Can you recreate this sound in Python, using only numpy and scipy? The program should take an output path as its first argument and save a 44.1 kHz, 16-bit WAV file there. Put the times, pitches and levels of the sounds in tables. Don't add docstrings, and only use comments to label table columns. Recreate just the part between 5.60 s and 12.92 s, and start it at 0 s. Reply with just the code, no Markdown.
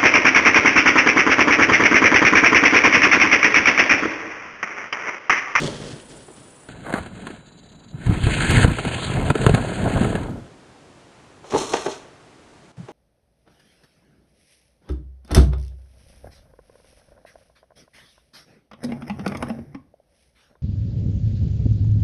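import sys
import numpy as np
from scipy import signal
from scipy.fft import rfft, irfft
from scipy.io import wavfile
from scipy.ndimage import uniform_filter1d

SR = 44100
rng = np.random.default_rng(int(sys.argv[2]) if len(sys.argv) > 2 else 0)


def master_out(mix):
    frames = np.transpose(np.atleast_2d(mix))
    ceiling = np.clip(frames, -1, 1)
    pcm = np.round(ceiling * 32767).astype(np.int16)
    wavfile.write(sys.argv[1], SR, pcm)


N = 322812
T = np.arange(N) / SR
HZ = np.fft.rfftfreq(8192, 1 / SR)

BAND_TIMES_S = (1.086, 4.6)

# f/Hz, relative level/dB
TONE_SPECTRUM = [(15, -65), (25, -18.5), (131, -4.5), (219, -9), (257, -5.5), (373, -6), (415, -7.5),
                 (501, -8.5), (1060, -13.5), (4260, -24.5), (6040, -26.5), (10000, -31.5), (15000, -75)]
TONE_OFFSETS_DB = [0, -9.5, 0.5]
TONE_DB = -49.5
DIP_START_S, DIP_LENGTH_S, DIP_DB = 7.118, 0.051, -9.5
# f/Hz, t60/s
ROOM_T60 = [(100, 0.3), (500, 0.46), (2000, 0.81), (10000, 0.25)]
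# f/Hz, relative level/dB
MIC_RESPONSE = [(10, -15), (35, 0.5), (10500, -1), (12300, 0), (13200, -33.5), (15000, -31)]
TOP_EDGE_HZ, NOTCH_DB = 14800, -30

# f/Hz, level/dB
WHINE_FIRST = [(9399, -55.5), (7900, -63), (12690, -72)]
WHINE_SECOND = [(3935, -63.5), (7095, -67.5)]
# f/Hz, width/Hz, relative level/dB
LENS_FIRST = [(7400, 750, 0), (8950, 760, 1), (11300, 790, -27)]
LENS_SECOND = [(4030, 1100, -6), (6760, 780, -9)]
# start t/s, end t/s, mean step level/dB
FOCUSING = [(.38, 1.06, -53.5), (1.854, 2.34, -53)]
STEP_GAP_S, STEP_JITTER_S, STEP_SPREAD_DB = 0.036, .011, 2
STEP_HALF_LENGTH_S = .016

# t/s, level/dB, decay/s
CLICK = (2.911, -6, .0001)

# f/Hz, width/Hz, relative level/dB
CARTON_MODES = [(203, 240, -2), (326, 130, -7), (373, 113, 6.5), (453, 99, 3.5), (622, 100, 3.5),
                (850, 130, 2), (920, 140, -2.5), (1120, 230, -3.5), (1520, 350, -6.5), (2050, 420, -8.5),
                (3230, 1300, -4.5), (4300, 350, -17), (6130, 1700, -3), (9000, 2400, -23)]
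# t/s, level/dB, contact f/Hz
CLAPS = [(.08, -22.5, 448), (.683, -33, 392), (5.843, -32, 714), (5.907, -27, 3060), (5.923, -18.5, 604),
         (5.939, -10, 340), (5.947, -7.5, 477), (5.96, -8, 427), (6.016, -18.5, 420), (6.136, -12, 2720),
         (6.138, -5, 710), (6.168, -16.5, 1400), (6.263, -9.5, 635), (6.268, -20.5, 253),
         (6.314, -25.5, 3200), (7.286, -26.5, 605)]
# t/s, hold/s, hiss level/dB
BOUNDS = [(0, 0.058, -31.5), (0.212, 0.12, -45.5), (0.502, 0.091, -53), (0.766, 0.074, -57.5)]
BOUND_ATTACK_S, BOUND_RELEASE_S = 0.021, 0.1
BOLT_DRUM_DB = 6
# f/Hz, relative level/dB
DRUM_AWAY = [(20, -6), (60, -8.5), (150, -1), (310, -2.5), (560, -6), (750, -16.5), (1200, -18),
             (2000, -32), (4000, -54)]
HISS_AWAY = [(700, -20), (1500, -0.5), (2000, -2.5), (2400, -6), (3200, 2), (3900, -3.5), (4300, -2),
             (6000, -5), (8500, -10), (10000, -18), (12500, -44), (16000, -53)]
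# t/s, panel drumming level/dB, card hiss level/dB
DIVE_SKID = [(5.82, -61, -68), (5.92, -36.5, -40.5), (5.98, -24, -31), (6.02, -37, -28.5),
             (6.07, -40.5, -38), (6.12, -34, -33.5), (6.2, -40, -39), (6.26, -41, -37.5),
             (6.38, -47, -48.5), (6.5, -54, -70)]
# f/Hz, relative level/dB
HISS_DIVE = [(700, -15), (1100, 10.5), (1800, -5.5), (3000, 2), (3900, 2), (4250, 8), (4700, -16),
             (5200, 3), (6400, 4.5), (8000, -3), (8900, -2.5), (10500, -10.5), (12200, -24), (13200, -45)]

# t/s, level/dB, f/Hz
THUDS = [(0.051, -24.5, 150), (0.33, -27, 142), (1.401, -28, 83.6), (2.343, -21.5, 144), (2.467, -9.5, 107),
         (2.494, -1.5, 114), (2.637, -7, 95.5), (2.667, -5, 112), (2.894, -4.5, 113), (2.974, -5, 107),
         (3.044, -0.5, 90), (3.266, -12.5, 164), (3.702, -2, 144), (3.866, 0.5, 129), (3.894, -5.5, 145),
         (3.913, -7, 80), (3.939, -4, 142), (4.41, -5, 219), (4.549, -12, 169), (7.178, -31, 135),
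         (7.197, -26, 165), (7.227, -35, 124)]
# f/Hz, width/Hz, relative level/dB
BOX_MODES = [(131, 72, 3), (222, 90, 10.5), (394, 140, 5), (661, 213, -2.5), (1000, 250, -7.5),
             (1305, 62, -5.5), (1506, 400, -4.5), (1790, 135, -30), (2140, 140, -10.5), (2557, 330, -13.5),
             (3105, 750, -13.5), (4125, 690, -16), (6930, 1230, -20), (9040, 1820, -16)]
# t/s, level/dB, contact f/Hz
KNOCKS = [(1.088, -28.5, 900), (1.339, -8, 790), (1.461, -23, 1400), (1.669, -17.5, 1460),
          (1.702, -24.5, 900), (2.464, -19.5, 1810), (2.637, -17, 3000), (2.668, -13, 1700),
          (3.044, -3.5, 700), (3.078, -17, 2000), (3.186, -10.5, 890), (3.25, -13, 900), (3.702, -3, 650),
          (3.754, -6.5, 580), (3.865, 2.5, 890), (3.894, -4, 330), (3.941, -14, 1300), (3.947, -6, 1870),
          (3.977, -10, 600), (4.412, -10.5, 380), (4.446, -11.5, 1100), (4.553, -12.5, 900)]
THUD_CONTACT_S, KNOCK_CONTACT_S, CLAP_CONTACT_S, SOFTENING = 0.0026, .002, 0.0033, 0.25

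# f/Hz, width/Hz, relative level/dB
TUNNEL_MODES = [(587, 340, 2.5), (1040, 330, -1.5), (1400, 250, -2.5), (1730, 170, -11), (2100, 160, -9)]
SCUFF_START_S, SCUFF_LENGTH_S, SCUFF_DB, SCUFF_SWELL_DB = 1.245, .142, -34.5, 7.5
SCUFF_ATTACK_S, SCUFF_RELEASE_S = .005, 0.0093
SCUFF_BRIGHT_DB = -8

# f/Hz, width/Hz, gain/dB
HOLLOWS = [(1187, 52, -10), (1985, 57, -3), (2360, 78, 0), (3540, 170, -0.5)]
# t/s, rumble under the weight level/dB, edge rasp level/dB
CREEP = [(1.086, -42, -46), (1.2, -40, -50.5), (1.41, -35.5, -43), (1.5, -42, -53), (1.58, -35, -47.5),
         (1.73, -40.5, -46.5), (1.85, -49, -59.5), (2.33, -46.5, -63.5)]
GALLOP = [(2.33, -39, -62), (2.44, -33.5, -41.5), (2.51, -16.5, -37.5), (2.61, -25.5, -36),
          (2.7, -20, -27.5), (2.82, -22.5, -23.5), (2.92, -16, -22), (3.04, -14, -18.5),
          (3.058, -16.5, -37.5), (3.12, -17, -32), (3.17, -36, -34.5)]
SLIDE = [(3.17, -30, -35), (3.235, -34, -33.5), (3.27, -22.5, -30.5), (3.32, -28.5, -31.5),
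         (3.44, -29, -30), (3.6, -18, -35.5), (3.66, -23.5, -35), (3.7, -16.5, -32.5), (3.74, -37, -47)]
PUSH = [(3.74, -33, -40), (3.83, -21.5, -30.5), (3.98, -22.5, -36), (4.14, -29, -35), (4.25, -19, -34.5),
        (4.44, -20, -33), (4.62, -27, -42.5), (4.75, -29, -57), (4.87, -45.5, -63), (5.0, -60, -75)]
# curve, wall flexing/dB, edge ring/dB, rumble f/Hz, wall f/Hz, edge f/Hz
MOVES = [(CREEP, -4.5, 5, 174, 740, 660), (GALLOP, -8.5, 1.4, 106, 1200, 2020),
         (SLIDE, -4, 1.6, 115, 840, 2430), (PUSH, -1.6, 0, 150, 570, 1360)]
# f/Hz, relative level/dB
RUMBLE_SPECTRUM = [(15, -39), (35, -2.5), (70, -4.5), (115, -3), (165, -5), (250, -4.5), (340, -7.5),
                   (600, -50)]
WALL_LOAD_SHARE = 0.65
WANDER_OCTAVES, WANDER_HZ = 0.29, 7


def amp(db):
    return 10 ** (np.asarray(db) / 20)


def evened(x):
    return x / np.sqrt(np.mean(x ** 2) + 1e-20)


def steadied(x, span_s=0.14):
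    power = abs(uniform_filter1d(x ** 2, int(span_s * SR)))
    return x / np.sqrt(power + 1e-12)


def read(points, hz):
    f, value = np.transpose(points)
    return np.interp(np.log(hz + 1), np.log(f), value)


def levels(rows):
    s, *columns = np.transpose(rows)
    return [amp(np.interp(T, s, c, left=-120, right=-120)) for c in columns]


def add(mix, s, sound):
    part = mix[max(round(s * SR), 0):][:len(sound)]
    part += sound[:len(part)]


def drift(rate_hz):
    lowpass = np.exp(-(np.fft.rfftfreq(N, 1 / SR) / rate_hz) ** 2)
    return evened(irfft(rfft(rng.standard_normal(N)) * lowpass, N))


def stroke(start_s, length_s, attack_s, release_s):
    t = np.maximum(T - start_s, 0)
    return np.minimum(t / attack_s, 1) * np.exp(-np.maximum(t - length_s, 0) / release_s)


def peaks(modes):
    power = 0
    for hz, width, db in modes:
        power = power + amp(db) ** 2 / (1 + ((HZ - hz) / (0.79 * width)) ** 2) ** 2
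    return np.sqrt(power)


def below(hz, order):
    return 1 / np.sqrt(1 + (HZ / hz) ** (2 * order))


def colour(x, gain):
    log_gain = np.log(np.maximum(gain / gain.max(), 1e-5))
    circle = np.concatenate([log_gain, log_gain[-2:0:-1]])
    taps = np.fft.ifft(np.exp(np.conj(signal.hilbert(circle)))).real
    return signal.oaconvolve(x, taps[:len(HZ) // 2])[:len(x)]


def resonate(x, hz, width):
    turn = np.exp(2j * np.pi * np.cumsum(hz) / SR)
    r = np.exp(-np.pi * width / SR)
    return 2 * (turn * signal.lfilter([1 - r], [1, -r], x / turn)).real


def friction(catches_per_s, spread_db, smooth, judder_db, judder_hz):
    sizes = amp(spread_db * np.minimum(rng.exponential(1, N), 4))
    catches = sizes * rng.choice([-1, 1], N) * (rng.random(N) < catches_per_s / SR)
    rub = smooth * rng.standard_normal(N)
    return (evened(catches) + rub) * amp(judder_db * drift(judder_hz))


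def contact_time(db, contact_0db_s):
    return contact_0db_s * amp(-SOFTENING * db)


def blows(rows, body, contact_0db_s, push, focus, rebound_s, rebound_db, graze_s, graze_db):
    lead = SR // 40
    out, t = np.zeros(N), np.arange(-lead, SR // 5) / SR
    for s, db, hz in rows:
        rattle_s = contact_time(db, contact_0db_s)
        first = np.maximum(t, 0) / rattle_s
        second = np.maximum(t - rebound_s, 0) / (2 * rattle_s)
        graze = amp(graze_db) * np.exp(-abs(t) / graze_s)
        rattle = np.sqrt(first) * np.exp(-first)
        rebound = amp(rebound_db) * np.sqrt(second) * np.exp(-second)
        force = rng.standard_normal(len(t)) * (graze + rattle + rebound)
        force /= np.linalg.norm(force)
        force[lead] += push * np.exp(-rattle_s / 0.006)
        near_contact = (HZ * hz / (HZ ** 2 + hz ** 2)) ** focus
        sound = colour(force, body * near_contact)
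        add(out, s - lead / SR, amp(db) * sound / abs(sound).max())
    return out


def room(x):
    taps = rng.choice([-1., 1.], SR // 2) * (rng.random(SR // 2) < 2500 / SR)
    taps *= T[:SR // 2] > .006
    hz, t, z = signal.stft(taps, SR, nperseg=256)
    decay = amp(-60 * t / read(ROOM_T60, hz)[:, None])
    tail = signal.istft(z * decay, SR, nperseg=256)[1]
    return signal.oaconvolve(x, tail / np.linalg.norm(tail))[:N]


def room_tone():
    dip = (T > DIP_START_S) & (T < DIP_START_S + DIP_LENGTH_S)
    stretch = np.searchsorted(BAND_TIMES_S, T)
    db = TONE_DB + np.array(TONE_OFFSETS_DB)[stretch] + DIP_DB * dip
    return amp(db) * evened(colour(rng.standard_normal(N), amp(read(TONE_SPECTRUM, HZ))))


def focus_steps():
    steps = np.zeros(N)
    window = np.hanning(round(2 * STEP_HALF_LENGTH_S * SR))
    for start, end, db in FOCUSING:
        for k, (late, strong) in enumerate(rng.standard_normal(size=(24, 2))):
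            s = start + k * STEP_GAP_S + STEP_JITTER_S * late
            if s < end:
                add(steps, s - STEP_HALF_LENGTH_S, amp(db + STEP_SPREAD_DB * strong) * window)
    return steps


def lens_motor():
    steps, out = focus_steps(), np.zeros(N)
    missing_s, return_s = BAND_TIMES_S
    before, between = T < missing_s, (T >= missing_s) & (T < return_s)
    for stretch, whine, modes in [(before, WHINE_FIRST, LENS_FIRST),
                                  (between, WHINE_SECOND, LENS_SECOND)]:
        waver = np.cumsum(rng.standard_normal(N)) * 0.029
        lines = sum(np.sqrt(2) * amp(db) * np.sin(2 * np.pi * hz * T + waver) for hz, db in whine)
        rasp = steps * evened(colour(rng.standard_normal(N), peaks(modes)))
        out += stretch * (lines + rasp)
    return out


def click():
    s, db, decay_s = CLICK
    out = np.zeros(N)
    add(out, s, amp(db) * np.exp(-T[:SR // 100] / decay_s))
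    return out


def carton_skid(drum, hiss, panels, hiss_colour):
    slips = friction(catches_per_s=600, spread_db=-1.0, smooth=0.75, judder_db=-1.5, judder_hz=50)
    fibres = friction(catches_per_s=2000, spread_db=2.0, smooth=0.56, judder_db=2.0, judder_hz=60.6)
    drumming = drum * steadied(colour(slips, panels))
    hissing = hiss * steadied(colour(fibres, amp(read(hiss_colour, HZ))))
    return drumming + hissing


def bolt():
    hiss = 0
    for s, length_s, db in BOUNDS:
        hiss = hiss + amp(db) * stroke(s - BOUND_ATTACK_S, length_s, BOUND_ATTACK_S, BOUND_RELEASE_S)
    return carton_skid(amp(BOLT_DRUM_DB) * hiss, hiss, amp(read(DRUM_AWAY, HZ)), HISS_AWAY)


def dive():
    drum, hiss = levels(DIVE_SKID)
    return carton_skid(drum, hiss, peaks(CARTON_MODES) * below(1100, order=2), HISS_DIVE)


def carton_claps():
    return blows(CLAPS, peaks(CARTON_MODES) * below(11000, order=8), CLAP_CONTACT_S, push=0.9,
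                 focus=1.7, rebound_s=0.015, rebound_db=-10, graze_s=0.0055, graze_db=-12.5)


def paw_scuff():
    claws = friction(catches_per_s=810, spread_db=2.0, smooth=0.58, judder_db=2.5, judder_hz=90)
    progress = np.clip((T - SCUFF_START_S) / SCUFF_LENGTH_S, 0, 1)
    pressure = amp(SCUFF_DB + SCUFF_SWELL_DB * progress)
    touch = stroke(SCUFF_START_S, SCUFF_LENGTH_S, SCUFF_ATTACK_S, SCUFF_RELEASE_S)
    direct = amp(SCUFF_BRIGHT_DB) * peaks(BOX_MODES) * (1 - below(1270, order=2))
    return pressure * touch * steadied(colour(claws, peaks(TUNNEL_MODES) + direct), span_s=0.038)


def thuds():
    out, t = np.zeros(N), np.arange(SR // 8) / SR
    for s, db, hz in THUDS:
        swell = t / contact_time(db, THUD_CONTACT_S)
        add(out, s, amp(db) * swell * np.exp(1 - swell) * np.sin(2 * np.pi * hz * t))
    return out


def box_knocks():
    return blows(KNOCKS, peaks(BOX_MODES) * below(11000, order=8), KNOCK_CONTACT_S, push=0.63,
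                 focus=0.73, rebound_s=0.0063, rebound_db=-15.5, graze_s=0.0025, graze_db=-21.5)


def hollowed(x):
    return colour(x, amp(sum(db / (1 + (2 * (HZ - hz) / width) ** 2) for hz, width, db in HOLLOWS)))


def box_motion():
    gains, contact = np.zeros((3, N)), np.zeros((4, N))
    for curve, wall_db, *settings in MOVES:
        weight, rasp = levels(curve)
        walls = amp(wall_db) * weight ** WALL_LOAD_SHARE * rasp ** (1 - WALL_LOAD_SHARE)
        gains += [weight, walls, rasp]
        contact[:, T >= curve[0][0]] = np.array(settings)[:, None]
    return gains, contact


def big_box():
    (weight, flex, rasp), (ring_db, rumble_hz, wall_hz, edge_hz) = box_motion()
    shift = 2 ** (WANDER_OCTAVES * drift(WANDER_HZ))
    lumps = friction(catches_per_s=350, spread_db=1.5, smooth=0.98, judder_db=1.0, judder_hz=30)
    slips = friction(catches_per_s=700, spread_db=2.5, smooth=0.53, judder_db=2.5, judder_hz=50)
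    fibres = friction(catches_per_s=2500, spread_db=-0.5, smooth=0.49, judder_db=1.9, judder_hz=70.0)
    lumps = 0.48 * lumps + resonate(lumps, rumble_hz, width=88)
    slips = 1.4 * slips + resonate(slips, wall_hz * shift, width=480)
    fibres = 0.67 * fibres + amp(ring_db) * resonate(fibres, edge_hz * shift, width=900)
    walls = below(1330, order=6)
    wall_gain = peaks(BOX_MODES) * walls * (1 - below(314, order=3))
    edge_gain = peaks(BOX_MODES) * (1 - walls) * below(8930, order=10)
    rumble = weight * steadied(colour(lumps, amp(read(RUMBLE_SPECTRUM, HZ))))
    groan = flex * steadied(colour(slips, wall_gain))
    scrape = rasp * steadied(colour(fibres, edge_gain))
    return amp(-1) * rumble + amp(0.5) * groan + scrape


def scene():
    box = hollowed(big_box() + box_knocks()) + thuds() + paw_scuff()
    carton = carton_claps() + bolt() + dive()
    near = box + amp(-22.0) * room(box)
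    far = carton + amp(-12.0) * room(carton)
    return (near + far + lens_motor() + room_tone())[None]


def record(dry):
    x = colour(dry[0], amp(read(MIC_RESPONSE, HZ)))
    x = x / (1 + (x / .92) ** 8) ** (1 / 8)
    notch = signal.firwin(601, [4800, 6230], window=("kaiser", 5), fs=SR)
    missing_s, return_s = BAND_TIMES_S
    shut = np.interp(T, [missing_s, missing_s + .005, return_s, return_s + .15], [0, 1, 1, 0])
    shut = shut * (1 - amp(NOTCH_DB))
    x = shut * signal.oaconvolve(x, notch, "same") + (1 - shut) * x + click()
    top_edge = signal.firwin(511, TOP_EDGE_HZ, window=("kaiser", 9), fs=SR)
    return signal.oaconvolve(x, top_edge, "same")[None]


dry = scene()
out = record(dry)
master_out(out)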